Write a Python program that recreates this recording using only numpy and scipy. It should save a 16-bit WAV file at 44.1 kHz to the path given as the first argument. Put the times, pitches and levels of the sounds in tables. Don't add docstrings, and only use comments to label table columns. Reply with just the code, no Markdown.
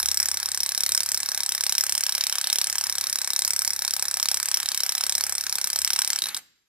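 import sys
import numpy as np
from scipy import signal
from scipy.fft import rfft, irfft, next_fast_len
from scipy.io import wavfile
from scipy.ndimage import uniform_filter1d

SR = 44100
rng = np.random.default_rng(int(sys.argv[2]) if len(sys.argv) > 2 else 0)


def undo_db(level):
    steps = np.asarray(level, float) / 20
    return 10 ** steps


def to_wav(sig):
    pcm = np.clip(np.atleast_2d(sig), -1, 1) * 32767
    pcm = np.round(pcm).astype(np.int16)
    wavfile.write(sys.argv[1], SR, pcm.T)


N = 294571

# (time [s], peak [dB], rod re peak [dB], shank [dB], housing [dB])
BOUNCES = [
    (6.22, -20, -6.5, -15, -25.5),
    (6.2388, -25.5, -5, -15, -38),
    (6.2572, -27, -16, -25, -23.5),
    (6.2684, -31, -8, -29, -28.5),
    (6.2866, -33, -0.5, -26, -33),
    (6.2915, -44, -10, -24.5, -33),
    (6.346, -24, -10.5, -19.5, -34.5),
    (6.3662, -36.5, 11, -25, -29),
    (6.3733, -27.5, -18, -38, -34),
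]
# (time [s], level [dB])
MOTOR_LEVEL = [
    (0, -54.5),
    (6.2, -53.5),
    (6.3, -47),
    (6.39, -55.5),
    (6.43, -88),
    (6.68, -84),
]
# (time [s], slack [dB])
GRIP_SLACK = [(0, -2.5), (.45, -1), (1.3, -1.5), (2.4, 4.5), (3.1, -1.5), (3.85, -2.5), (4.85, 3.),
              (5.45, -2), (6.1, 3)]


def unit(x):
    return x / np.sqrt(np.mean(x ** 2))


def curve(table):
    time_s, level_db = np.transpose(table)
    return np.interp(np.arange(N) / SR, time_s, level_db)


def colour(x, points):
    hz, db = np.transpose(points)
    bins_hz = np.fft.rfftfreq(1024, 1 / SR)
    log_gain = np.log(undo_db(np.interp(np.log(bins_hz + 1), np.log(hz), db)))
    cepstrum = irfft(log_gain)
    cepstrum[1:512] *= 2
    cepstrum[513:] = 0
    return signal.oaconvolve(x, irfft(np.exp(rfft(cepstrum))))[:N]


def chatter(s, db, rise_s, fall_s, alike, grit_db, hz=None, size=400):
    t = np.arange(size) / SR
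    shape = (1 - np.exp(-(t / rise_s) ** 2)) * np.exp(-t / fall_s)
    habit = rng.standard_normal(size)
    chance = rng.standard_normal((len(s), 2, size))
    grains = alike * habit + np.sqrt(1 - alike ** 2) * chance[:, 0]
    grains = grains * undo_db(grit_db * chance[:, 1]) * shape
    strength = np.linalg.norm(grains, axis=1)
    if hz:
        at_pitch = np.abs(grains @ np.exp(2j * np.pi * hz * t))
        strength = np.maximum(at_pitch, strength / 2)
    out = np.zeros(N + size)
    index = np.round(s * SR).astype(int)[:, None] + np.arange(size)
    np.add.at(out, index, grains * (undo_db(db) / strength)[:, None])
    return out[:N]


def ring(x, hz, db, t60):
    pole = np.exp(2j * np.pi * hz / SR - np.log(1000) / (t60 * SR))
    y = signal.lfilter([pole.imag], [1, -2 * pole.real, abs(pole) ** 2], x)
    return undo_db(db) * y / abs(pole.imag) * np.sin(np.angle(pole))


def steel(s, db, modes, alike):
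    total = 0
    for mode in modes:
        push = chatter(s, db, rise_s=0.00055, fall_s=0.0012, alike=alike, grit_db=3, hz=mode[0], size=200)
        total = total + ring(push, *mode)
    return total


def blows():
    # (blow number, time [s])
    pace = [(0, -.0022), (18, .5184), (36, 1.0322), (54, 1.5483), (72, 2.0669), (90, 2.5835), (108, 3.0987),
            (125, 3.5918), (143, 4.11), (161, 4.6321), (179, 5.1504), (197, 5.6721), (215, 6.1894)]
    blows_per_turn, drag_s, jitter_s = 29.2, 0.0022, 0.0003
    number, time_s = np.transpose(pace)
    n = np.arange(number[-1] + 1)
    turn = n / blows_per_turn
    late = drag_s * np.cos(2 * np.pi * turn) + jitter_s * rng.standard_normal(len(n))
    return np.maximum(np.interp(n, number, time_s) + late, 0), turn


def housing_db(s):
    return -45.5 + 0.24 * np.interp(s, *np.transpose(GRIP_SLACK))


def still_air():
    # (frequency [Hz], density [dB per Hz])
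    air_spectrum = [(30, 17.5), (100, 12.5), (300, 13), (1000, -38), (3000, -29.5), (8000, -38),
                    (13000, -55.5)]
    fade_db = np.interp(np.arange(N) / SR, [6.2, 6.35, 6.68], [-76, -68, -88])
    noise = rng.standard_normal((2, N))
    return np.array([unit(colour(side, air_spectrum)) for side in noise]) * undo_db(fade_db)


def yard(x):
    # (frequency [Hz], level [dB], t60 [s])
    tails = [(272, -18.5, 0.77), (692, -22.5, 0.41), (2250, -28, 0.6), (4700, -46, 0.93),
             (10600, -29, 0.33)]
    t = np.arange(SR // 2) / SR
    near = undo_db(18 - 60 * t / 0.049)
    response = 0
    for hz, db, t60 in tails:
        band = signal.butter(2, [hz / 1.6, min(hz * 1.6, 13500)], "bandpass", fs=SR, output="sos")
        noise = signal.sosfilt(band, rng.standard_normal((2, len(t))))
        response = response + noise * undo_db(db) * (near + undo_db(-60 * t / t60))
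    response = response * undo_db(-9) * (t > 0.002)
    return signal.fftconvolve(x[None], response, axes=1)[:, :N]


def house_wall(x):
    lag = int(0.0172 * SR)
    echo = colour(x, [(1500, -17), (5000, -17.5), (12000, -18)])
    return np.concatenate([np.zeros(lag), echo[:-lag]])


def ground_dip(x):
    depth = np.clip(0.2 - 0.17 * curve(GRIP_SLACK), -1, 0.95)
    return x - depth * signal.lfilter(*signal.iirpeak(3030, 2.75, fs=SR), x)


def motor():
    # (frequency [Hz], density [dB per Hz])
    whir_spectrum = [(59, -65.5), (100, -25), (600, -18.5), (1610, -3), (3050, -8), (5420, -13), (6150, -3),
                     (8110, -23.5), (12700, -5.5), (14200, -30), (16000, -56.5)]
    hold = SR // 60
    flutter = np.repeat(rng.standard_normal(N // hold + 1), hold)
    flutter = uniform_filter1d(flutter, hold)[:N]
    whir = unit(colour(rng.standard_normal(N), whir_spectrum))
    return whir * undo_db(curve(MOTOR_LEVEL) + 3.3 * flutter)


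def soil(s):
    # (frequency [Hz], level [dB], t60 [s])
    soil_modes = [(103, -7, 0.043), (162, -4, 0.034), (287.4, -7.5, 0.032), (389, -5.5, 0.027),
                  (443, -9, 0.027)]
    # (time [s], level [dB])
    thud_level = [(0.0, -58), (0.12, -54), (0.72, -69.5), (0.92, -62.5), (1.54, -70), (1.9, -65),
                  (2.43, -82), (2.8, -63.5), (3.3, -73), (3.56, -62.5), (4.02, -69.5), (4.35, -66.5),
                  (4.77, -77.5), (5.18, -63.5), (5.72, -73), (5.82, -56.5), (5.89, -68.5), (6.2, -76.5)]
    thud_db = curve(thud_level)
    bounce_s, bounce_db = np.array(BOUNCES).T[:2]
    push, bounce = np.zeros((2, N))
    push[(s * SR).astype(int)] = undo_db(2.7 * rng.standard_normal(len(s)))
    bounce[(bounce_s * SR).astype(int)] = undo_db(bounce_db + 31.5)

    late = np.roll(push, int(0.0075 * SR))
    thud = unit(ring(ring(late, hz=72, db=0, t60=0.06), hz=72, db=0, t60=0.025))

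    knock = 0
    for hz, db, t60 in soil_modes:
        swell = ring(ring(push + bounce, hz, db, t60), hz, 0, t60)
        knock = knock + swell * hz ** 0.5 / t60

    rumble = ring(rng.standard_normal(N), hz=60, db=0, t60=0.027)
    rumble = unit(ring(rumble, hz=130, db=0, t60=0.013))
    running = undo_db(curve(MOTOR_LEVEL) - MOTOR_LEVEL[0][1])
    low = (thud + undo_db(-8.5) * rumble * running) * undo_db(thud_db)
    return low + unit(knock) * undo_db(0.36 * thud_db - 42)


def ram(s):
    # (frequency [Hz], level [dB])
    knock_spectrum = [(300, -29.5), (800, -3), (1600, -0.5), (2800, -1.5), (4200, 2), (6000, -3.5),
                      (9000, -8), (14000, -26)]
    chance = rng.standard_normal((len(s), 4)).T
    lean_db = housing_db(s)
    knock_s = np.maximum(s - 0.0078 + 0.0006 * chance[0], 0)
    knock = chatter(knock_s, lean_db + 30 + 2.5 * chance[1],
                    rise_s=0.00086, fall_s=0.0042, alike=0.18, grit_db=2.5)
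    stones_s = s + 0.0037 + 0.0065 * np.abs(chance[2])
    stones = chatter(stones_s, lean_db + 18.5 + 1.9 * chance[3],
                     rise_s=0.00047, fall_s=0.00062, alike=0, grit_db=2.5)
    return colour(knock + stones, knock_spectrum)


def hammer(s, turn):
    # (frequency [Hz], level [dB], t60 [s])
    bit_modes = [(5474, 4.5, 0.015), (5510, 0.5, 0.0099), (5717, 0.5, 0.021), (5150, -7.5, 0.03),
                 (5910, -3.5, 0.003)]
    shank_modes = [(3825, 0.9, 0.017), (4114, 0.071, 0.012), (4510, 0, 0.0069)]
    rod_modes = [(8178, 8.5, 0.014), (8200, 4, 0.0097), (8140, -4.5, 0.016), (6570, -5, 0.049)]
    upper_modes = [(10323, 1.5, 0.011), (10480, -1, 0.03), (9870, -5, 0.053), (12500, -25, 0.037),
                   (12400, -9.5, 0.014), (12420, -7, 0.025), (13400, -1.5, .025), (14140, -8, 0.032)]
    housing_modes = [(1655, -3, 0.013), (1650, -11.5, 0.0065), (2370, -14.5, 0.023), (1100, -13.5, 0.017),
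                     (812, -3, 0.003)]
    cup_modes = [(7381, 0, .7), (7413, 0, .7)]
    # (frequency [Hz], level [dB])
    crack_spectrum = [(500, -28.5), (1200, -20), (2800, -15.5), (4700, 4), (6400, 1), (7200, -8.5),
                      (11000, -12.5), (13000, 1.5), (15000, -1), (17000, -19.5)]
    # (eighth of a turn, bit [dB], rod [dB], shank [dB])
    facing = [(0, -17, -27.5, -21.5), (1, -16, -25, -20), (2, -18.5, -26.5, -31.5), (3, -16.5, -24.5, -32),
              (4, -20.5, -32.5, -24), (5, -19, -29, -21), (6, -18, -29, -26.5), (7, -20, -28, -25)]
    hard_blows = [2, 7, 28, 30, 32, 34, 35, 60, 62, 63, 67, 88, 90, 118, 120, 147, 174, 200, 201, 203]

    luck = rng.standard_normal((len(s), 4)).T
    bit, rod, shank = (np.interp(8 * turn, np.arange(8), db, period=8) for db in np.transpose(facing)[1:])
    bit = bit + 1.6 * luck[0]
    rod = rod + 0.8 * (0.17 * luck[0] + luck[1]) - bit
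    bit[hard_blows] += 2.5
    easing_s = np.maximum(s - 6.09, 0)
    bit = bit - 44 * easing_s
    shank = shank + 41.5 * easing_s
    shank = shank + 2.5 * signal.lfilter([1], [1, 0, -0.21], luck[2])
    shell = housing_db(s) + 17.5 + 2.17 * luck[3]

    driven = np.column_stack([s, bit, rod, shank, shell])
    s, db, rod_db, shank_db, shell_db = np.vstack([driven, BOUNCES]).T
    s = np.maximum(s - 0.0004, 0)
    parts = steel(s, db - 8.5, bit_modes, alike=1.0)
    parts += steel(s, shank_db - 7.5, shank_modes, alike=0.36)
    parts += steel(s, db + rod_db - 5, rod_modes, alike=0.8)
    parts += steel(s, 0.51 * db - 22.5, upper_modes, alike=0.16)
    parts += steel(s, shell_db - 3, housing_modes, alike=0.22)
    last = chatter(s[-3:-2], np.array([-64]), rise_s=0.0003, fall_s=0.0005,
                   alike=0, grit_db=-1, hz=cup_modes[0][0])
    parts += sum(ring(last, *mode) for mode in cup_modes)

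    crack = chatter(s, 0.72 * db + 10.5, rise_s=0.00047, fall_s=0.0016, alike=0.48, grit_db=1)
    parts_low_cut = signal.butter(3, 750, "highpass", fs=SR, output="sos")
    return signal.sosfilt(parts_low_cut, parts), colour(crack, crack_spectrum)


def ports(x):
    # (frequency [Hz], lead of the left port [rad])
    port_lead = [(0, 0), (260, -2.0), (780, -0.4), (1550, -0.2), (2840, -1.1), (4570, -1.2), (6030, -2.3),
                 (6550, -2.6), (6800, -0.6), (7240, 0.1), (9470, 0.2), (10900, 0.8), (14000, 2.7),
                 (16000, 3.3)]
    hz, lead = np.transpose(port_lead)
    size = next_fast_len(N)
    half_lead = np.exp(0.5j * np.interp(np.fft.rfftfreq(size, 1 / SR), hz[1:], lead[1:]))
    spectrum = rfft(x, size)
    left = spectrum * half_lead * undo_db(5)
    right = spectrum / half_lead * undo_db(5.5)
    return irfft(np.array([left, right]), size)[:, :N]


def scene():
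    s, turn = blows()
    ringing, crack = hammer(s, turn)
    wall = house_wall(ringing + crack)
    clatter = crack + ram(s) + motor()
    ringing, clatter = ground_dip(np.array([ringing, clatter]))
    direct = ports(ringing + clatter + wall + soil(s))
    return direct + yard(clatter + 0.36 * ringing) + still_air()


def roll_off(x):
    return signal.sosfilt(signal.butter(12, 16470, fs=SR, output="sos"), x)


def record(dry):
    top = signal.ellip(8, 0.2, 60, 16000, fs=SR, output="sos")
    bass = signal.butter(2, 45, "highpass", fs=SR, output="sos")
    mix = signal.sosfilt(np.vstack([top, bass]), dry)
    return roll_off(mix)


dry = scene()
out = record(dry)
to_wav(out)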